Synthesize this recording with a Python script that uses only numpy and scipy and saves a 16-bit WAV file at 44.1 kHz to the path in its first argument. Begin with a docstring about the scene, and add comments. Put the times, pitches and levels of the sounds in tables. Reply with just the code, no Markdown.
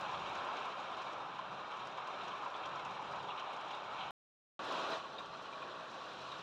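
"""Model goods train on a wooden layout

A small model goods train rolls round a layout on a wooden baseboard in a cellar room, through one small microphone.
Its wheels rumble the board and hiss on the rails (coloured noise under a bumpy envelope), clack over
rail joints (ringing noise bands with thumps), and loose couplings tick (short bright noise); the room booms below.
The sound is cut to silence once, then resumes from a farther spot, loud at first and settling lower."""
import sys
import numpy as np
from scipy import signal
from scipy.fft import rfft, irfft, next_fast_len
from scipy.io import wavfile
from scipy.ndimage import uniform_filter1d, map_coordinates

SR = 44100
rng = np.random.default_rng(int(sys.argv[2]) if len(sys.argv) > 2 else 0)


def nominal_scale(level):
    """Amplitude ratio for a level in decibels (scalar or array-like)."""
    x = np.asarray(level, float) / 20
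    return 10 ** x


def generate_wav(sig):
    """Save sig (samples, or channels by samples) to the path in sys.argv[1] as 16-bit PCM at SR."""
    pcm = np.round(np.clip(np.atleast_2d(sig).T, -1, 1) * 32767).astype(np.int16)
    wavfile.write(sys.argv[1], SR, pcm)


N = 283210

# The gap between the near spot and the far spot: start in seconds, end in seconds.
GAP = (4.1082, 4.5923)


def unit(x):
    """Scales a signal to rms 1."""
    return x / np.sqrt(np.mean(x ** 2) + 1e-20)


def coloured(x, spectrum, modes=()):
    """Shapes x by (Hz, dB) points and lifts narrow resonances (Hz, width Hz, lift dB), at rms 1."""
    size = next_fast_len(x.shape[-1] + 8192)
    hz = np.fft.rfftfreq(size, 1 / SR) + 1  # 1 Hz up, to keep the logarithm finite
    point_hz, point_db = np.transpose(spectrum)
    db = np.interp(np.log(hz), np.log(point_hz), point_db, left=-120, right=-120)
    for centre_hz, width_hz, lift_db in modes:
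        db = db + lift_db / (1 + (2 * (hz - centre_hz) / width_hz) ** 2)
    shaped = irfft(rfft(x, size) * nominal_scale(db), size)
    return unit(shaped[..., :x.shape[-1]])


def gain_curve(rows, column):
    """Gain per sample from one dB column of a curve whose first column is seconds."""
    return nominal_scale(np.interp(np.arange(N) / SR, [row[0] for row in rows], [row[column] for row in rows]))


def rolling(loudness, hiss_db, board, rail, modes):
    """Rough wheels shake the board low down, rattle the wagons and hiss on the rails."""
    # Metal wheels on rails through a dull microphone. Each row: frequency in Hz, level in dB per Hz.
    hiss_colour = [(3800, -23.5), (4500, -0.5), (5100, -1), (5900, -2), (6400, -8), (6900, -8),
                   (7600, -14.5), (8800, -19.5), (9300, -25), (10800, -29.5), (11400, -32), (12600, -34),
                   (15600, -38), (16500, -75.5)]
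    shake = bumps(per_second=260, spread_db=2.0, blur_s=0.017)
    jolts = bumps(per_second=33, spread_db=3.5, blur_s=0.0099)
    # the powers flatten the bumps: least for the rattle, most for the rumble
    rumble = coloured(patchy(patchy_db=1.0) * shake ** 0.19, board, modes)
    rattle = coloured(patchy(patchy_db=1.1) * shake ** 0.5, rail, modes)
    loose_parts = chatter(per_second=400, mid_hz=3000, spread=0.3, t60=0.031, spread_db=0.8)
    rattle = unit(rattle + 0.42 * loose_parts)
    hiss_envelope = shake ** 0.36 * (1 + 0.11 * jolts)
    hiss = coloured(patchy(patchy_db=1.4) * hiss_envelope, hiss_colour, modes)
    wagons = rattle + nominal_scale(hiss_db) * hiss
    return gain_curve(loudness, column=1) * rumble + gain_curve(loudness, column=2) * wagons


def bumps(per_second, spread_db, blur_s):
    """Envelope of tiny chance wheel-on-rail bumps, each blurred by the room's early echoes."""
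    hit = rng.random(N) < per_second / SR
    power = hit * nominal_scale(spread_db * rng.exponential(size=N)) ** 2
    t = np.arange(SR // 10) / SR
    blurred = signal.fftconvolve(power, np.exp(-t / blur_s))[:N]
    return unit(np.sqrt(abs(blurred) + 1e-3))


def patchy(patchy_db):
    """Noise whose level drifts at random in small patches of time and pitch."""
    cells = signal.stft(rng.standard_normal(N), nperseg=512)[2]
    drift = rng.standard_normal(cells.shape)
    drift = uniform_filter1d(drift, size=4, axis=0)  # across pitch
    drift = uniform_filter1d(drift, size=6, axis=1)  # across time
    return signal.istft(cells * nominal_scale(patchy_db * unit(drift)), nperseg=512)[1][:N]


def chatter(per_second, mid_hz, spread, t60, spread_db):
    """Small loose parts each ring briefly as a dying sine at a chance pitch, moment and level."""
    chance = rng.random((round(per_second * N / SR), 3))
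    t = np.arange(round(0.03 * SR)) / SR
    hz = mid_hz * np.exp(spread * (2 * chance[:, 1:2] - 1))
    grain_db = -spread_db * np.log(chance[:, 2:] + 1e-3) - 60 * t / t60
    grains = nominal_scale(grain_db) * np.sin(2 * np.pi * hz * t)
    at = (chance[:, :1] * N).astype(int) + np.arange(len(t))
    return unit(np.bincount(at.ravel(), grains.ravel())[:N])


def dying(t60, rise_s):
    """Envelope of one blow, a quick rise and exponential decay, 0.15 s long with peak 1."""
    t = np.arange(round(0.15 * SR)) / SR
    shape = nominal_scale(-60 * t / t60) * (1 - np.exp(-t / rise_s))
    return shape / shape.max()


def clacks():
    """Each joint rings the wheel at its own pitch with a weak overtone, splashes rattle and thumps the board."""
    # The louder wheels over rail joints. Each row: start in seconds, nominal peak in dB,
    # ringing pitch in Hz, thump in the board over the ring in dB.
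    joints = [(0.1403, -37.5, 3420, 7), (0.2306, -43, 2500, -1), (0.3552, -43, 2625, -3),
              (0.5693, -36.5, 2500, 6), (0.655, -49, 2400, 14), (0.9953, -45, 2540, -8),
              (1.067, -42, 2325, -5), (1.3866, -40.5, 2870, 9), (1.717, -41.5, 3110, 2),
              (1.819, -44, 3170, -1), (1.9731, -39, 2260, 8), (2.0158, -40, 2140, -2),
              (2.0715, -49, 2200, 15), (2.2075, -37.5, 2870, -5), (2.2794, -47, 2550, 11.5),
              (2.46, -44.5, 2600, 14), (2.539, -39, 3460, -7), (2.6334, -35.5, 3170, -3),
              (2.6514, -44, 3450, 6), (2.7537, -47, 3700, 13), (2.7932, -40, 2140, -2),
              (2.8502, -41, 2700, 5), (2.975, -43, 2860, -4), (3.0655, -44, 3170, 6),
              (3.1958, -48, 2770, 8.5), (3.2829, -38, 3400, -7), (3.3007, -39, 2750, -4),
              (3.3763, -35, 3090, -2), (3.395, -38, 3170, -0.5), (3.5009, -44.5, 2560, 7),
              (3.5286, -39.5, 2190, -2), (3.7029, -37, 3000, -3), (3.73, -39.5, 3700, -6.5),
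              (3.9811, -39.5, 3140, -2.5), (4.0035, -34.5, 3080, -10), (4.0187, -41.5, 2900, -1),
              (4.9155, -36.5, 3920, 3), (5.0412, -52, 3990, 16.5), (5.1492, -49, 2820, 8),
              (5.1822, -36, 3810, -5), (5.3253, -45, 4050, 8), (5.5253, -43.5, 2450, 0),
              (5.622, -41.5, 2494, 2), (5.8054, -48, 3570, 4), (6.316, -39, 3760, 3.5)]
    # Rattle set off by a joint. Each row: frequency in Hz, level in dB per Hz.
    splash_colour = [(1900, -14), (2400, -3.5), (4000, -3), (4600, -30.5), (6000, -31)]
    # Board answer to a blow. Each row: frequency in Hz, level in dB per Hz.
    thump_colour = [(300, -29), (700, -8), (1050, 5.5), (1400, -9), (2000, -22)]
    crest_db = 11.5  # allowance for the peaks of a noisy blow over its rms
    near_loose, far_loose = 0.63, 0.51  # share of loose rattle in a clack (0-1)
    out = np.zeros(N + SR)
    thud = dying(t60=0.11, rise_s=0.004)
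    ring = dying(t60=0.14, rise_s=0.0012)
    for start_s, db, hz, thump_db in joints:
        noise = rng.standard_normal((3, len(ring)))
        # a damped plastic-and-metal wheel rings as a fuzzy band, not a pure tone
        wheel_colour = [(0.89 * hz, -28), (0.978 * hz, 0), (1.022 * hz, 0), (1.11 * hz, -28),
                        (1.22 * hz, -30), (1.27 * hz, -9), (1.32 * hz, -40)]
        ringing = coloured(noise[0], wheel_colour)
        splash = coloured(noise[1], splash_colour)
        thump = nominal_scale(thump_db) * thud * coloured(noise[2], thump_colour)
        loose = near_loose if start_s < GAP[1] else far_loose
        wheel = 1.8 * (1 - loose) * ringing + loose * splash
        out[round(start_s * SR):][:len(ring)] += nominal_scale(db - crest_db) * (ring * wheel + thump)
    return out[:N]


def ticks():
    """Couplings and axles knock as short bright noise; the thin top edge is smeared by the walls."""
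    # The louder knocks. Each row: start in seconds, knock level in dB, bright edge level in dB,
    # both as noise rms ahead of the decay.
    loud_knocks = [(0.008, -60, -72), (0.293, -64, -80), (0.351, -59, -79), (0.445, -62, -82),
                   (0.567, -61.5, -81), (0.653, -62, -80.5), (0.968, -67, -84), (1.018, -61, -84),
                   (1.124, -64, -87), (1.386, -67, -86), (1.767, -65, -85), (1.869, -61, -82),
                   (1.973, -67, -83), (2.071, -62, -80), (2.278, -61, -86), (2.445, -66, -89),
                   (2.561, -64, -85), (2.656, -59, -85), (2.755, -63, -87.5), (2.793, -66, -85),
                   (2.848, -60, -82), (2.908, -66, -88), (3.018, -67, -87), (3.11, -69, -87),
                   (3.395, -61, -84), (3.529, -67, -78), (3.563, -64, -85), (3.707, -66, -84.5),
                   (3.747, -65, -86.5), (3.837, -68, -85.5), (4.643, -66, -74), (4.721, -60, -73),
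                   (4.9, -63, -72), (5.19, -64, -82), (5.422, -68, -81), (5.618, -68, -82),
                   (5.94, -66, -85), (6.13, -70, -82), (6.317, -65, -80)]
    # Colour of the knock. Each row: frequency in Hz, level in dB per Hz.
    knock_colour = [(3500, -20), (4700, 0), (5700, 1), (6400, -4.5), (6900, -4.5), (8000, -15.5),
                    (9300, -26.5), (11000, -43)]
    # Colour of the bright edge. Each row: frequency in Hz, level in dB per Hz.
    edge_colour = [(7000, -20), (8500, 12.5), (10000, -2), (11500, -3.5), (11950, 5), (12400, -5.5),
                   (15600, -6.5), (16500, -38.5)]
    out = np.zeros(N + SR)
    knock_shape = dying(t60=0.06, rise_s=0.0008)
    edge_shape = dying(t60=0.075, rise_s=0.0015)
    # faint knocks at chance moments, 4 a second
    count = round(4 * N / SR)
    faint_db = -67 + rng.uniform(-1.5, 1.5, count)
    faint_edge_db = -86 + rng.uniform(-1.5, 1.5, count)
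    faint_knocks = np.column_stack([rng.uniform(0, N / SR, count), faint_db, faint_edge_db])
    for start_s, db, edge_db in np.vstack([loud_knocks, faint_knocks]):
        noise = rng.standard_normal((2, len(knock_shape)))
        knock = nominal_scale(db) * knock_shape * coloured(noise[0], knock_colour)
        edge = nominal_scale(edge_db) * edge_shape * coloured(noise[1], edge_colour)
        out[round(start_s * SR):][:len(knock)] += knock + edge
    return out[:N]


def boom():
    """Low, smooth drumming of the room: resonant bass noise that swells a little at random."""
    # Loudness of the boom. Each row: time in seconds, level in dB.
    boom_curve = [(0, -61.5), (.3, -60.5), (.7, -66), (1.8, -66), (2.4, -67), (2.9, -62.5), (3.2, -62.5),
                  (3.7, -68), (4.1, -66.5), (4.6, -65), (5, -67.5), (6.42, -67.5)]
    # Colour of the boom. Each row: frequency in Hz, level in dB per Hz.
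    boom_colour = [(15, -54), (25, -27.5), (60, -12.5), (110, -6), (200, -2.5), (300, -29)]
    # Room resonances. Each row: frequency in Hz, width in Hz, lift in dB.
    room_modes = [(139.3, 14, 7), (182, 18, 3)]
    # a smooth curve through 6 chance values a second
    waver = map_coordinates(rng.standard_normal(64), [np.arange(N) / SR * 6])
    drumming = coloured(rng.standard_normal(N), boom_colour, room_modes)
    return gain_curve(boom_curve, column=1) * nominal_scale(1.5 * waver) * drumming


def scene():
    """The train beside the bend before the gap and across the room after it, with blows and boom."""
    # Loudness of the rolling train beside the bend, then across the room.
    # Each row: time in seconds, board rumble in dB, wagon rattle in dB.
    near_loudness = [
        (0.0, -42, -51.5), (0.23, -44, -51.5), (0.45, -41, -52.5), (0.67, -43, -53), (0.75, -44, -54),
        (1.05, -44, -53.5), (1.2, -44.5, -57), (1.37, -47, -57), (1.55, -45.5, -56.5), (1.8, -45.5, -55),
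        (2.0, -46, -56), (2.25, -44.5, -53.5), (2.45, -45, -56), (3.0, -45, -55.5), (3.5, -45, -55.5),
        (4.09, -45, -54)]
    far_loudness = [
        (4.6, -43.5, -53.5), (4.72, -40, -49), (4.952, -40, -48.5), (5.02, -49, -57.5), (5.15, -47.5, -58),
        (5.28, -49, -57), (5.66, -48, -58.5), (5.85, -47.5, -58), (6.2, -48.5, -55), (6.42, -48, -55.5)]
    # Colour of the board rumble at each spot. Each row: frequency in Hz, level in dB per Hz.
    near_board = [
        (130, -50), (220, -17), (284, -14), (399, -10), (451, -13.5), (560, -5.5), (689, -6), (765, -2),
        (1030, -2), (1320, -3.5), (1950, -19.5), (2100, -24), (2730, -46), (4620, -120)]
    far_board = [
        (130, -21), (220, -13), (414, -6.5), (455, -9.5), (524, -3), (565, -6), (633, -6.5), (890, -5),
        (1140, -3), (1250, -5), (1360, -4), (2100, -20.5), (2730, -39), (4620, -120)]
    # Colour of the rail rattle at each spot. 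Each row: frequency in Hz, level in dB per Hz.
    near_rail = [
        (1120, -32), (1900, -9.5), (2030, -14), (2220, 3.5), (2450, 2.5), (3810, -3), (4050, -1),
        (4500, -17), (5850, -41), (9900, -120)]
    far_rail = [
        (1120, -24), (1900, -11), (2040, -22), (2490, -1.5), (2820, -2), (3320, -2), (3950, -2.5),
        (4220, -3.5), (4500, -15), (5850, -46), (9900, -120)]
    # Narrow resonances of board, wagon bodies, wheels and microphone port, beside the bend.
    # Each row: frequency in Hz, width in Hz, lift in dB.
    near_modes = [(440, 62, 2), (1033, 54, 2.5), (2700, 28, 6), (2870, 11, 5.5), (3170, 70, 5),
                  (3690, 48, 7.5), (5130, 30, -1), (5740, 27, -3.5), (6900, 250, 3.5), (11970, 200, 5.5)]
    # The same kind of resonances across the room. Each row: frequency in Hz, width in Hz, lift in dB.
    far_modes = [(640, 53, 6.1), (1126, 38, 6.3), (2390, 100, 3), (3960, 130, 2.2), (7300, 260, 1.3),
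                 (9740, 120, 3), (11800, 200, 8.8)]
    # hiss_db: rail hiss over the wagon rattle
    near = rolling(near_loudness, hiss_db=-14.5, board=near_board, rail=near_rail, modes=near_modes)
    far = rolling(far_loudness, hiss_db=-11, board=far_board, rail=far_rail, modes=far_modes)
    train = np.where(np.arange(N) / SR < GAP[1], near, far)
    return (train + clacks() + ticks() + boom())[None]


def low_pass(x):
    """Removes everything above the highest recorded frequency."""
    return signal.sosfilt(signal.butter(12, 15720, fs=SR, output="sos"), x)


def record(dry):
    """The sound is cut hard to silence and comes back just as abruptly."""
    t = np.arange(N) / SR
    sounding = (t < GAP[0]) | (t >= GAP[1])
    return low_pass(dry * sounding)


dry = scene()
out = record(dry)
generate_wav(out)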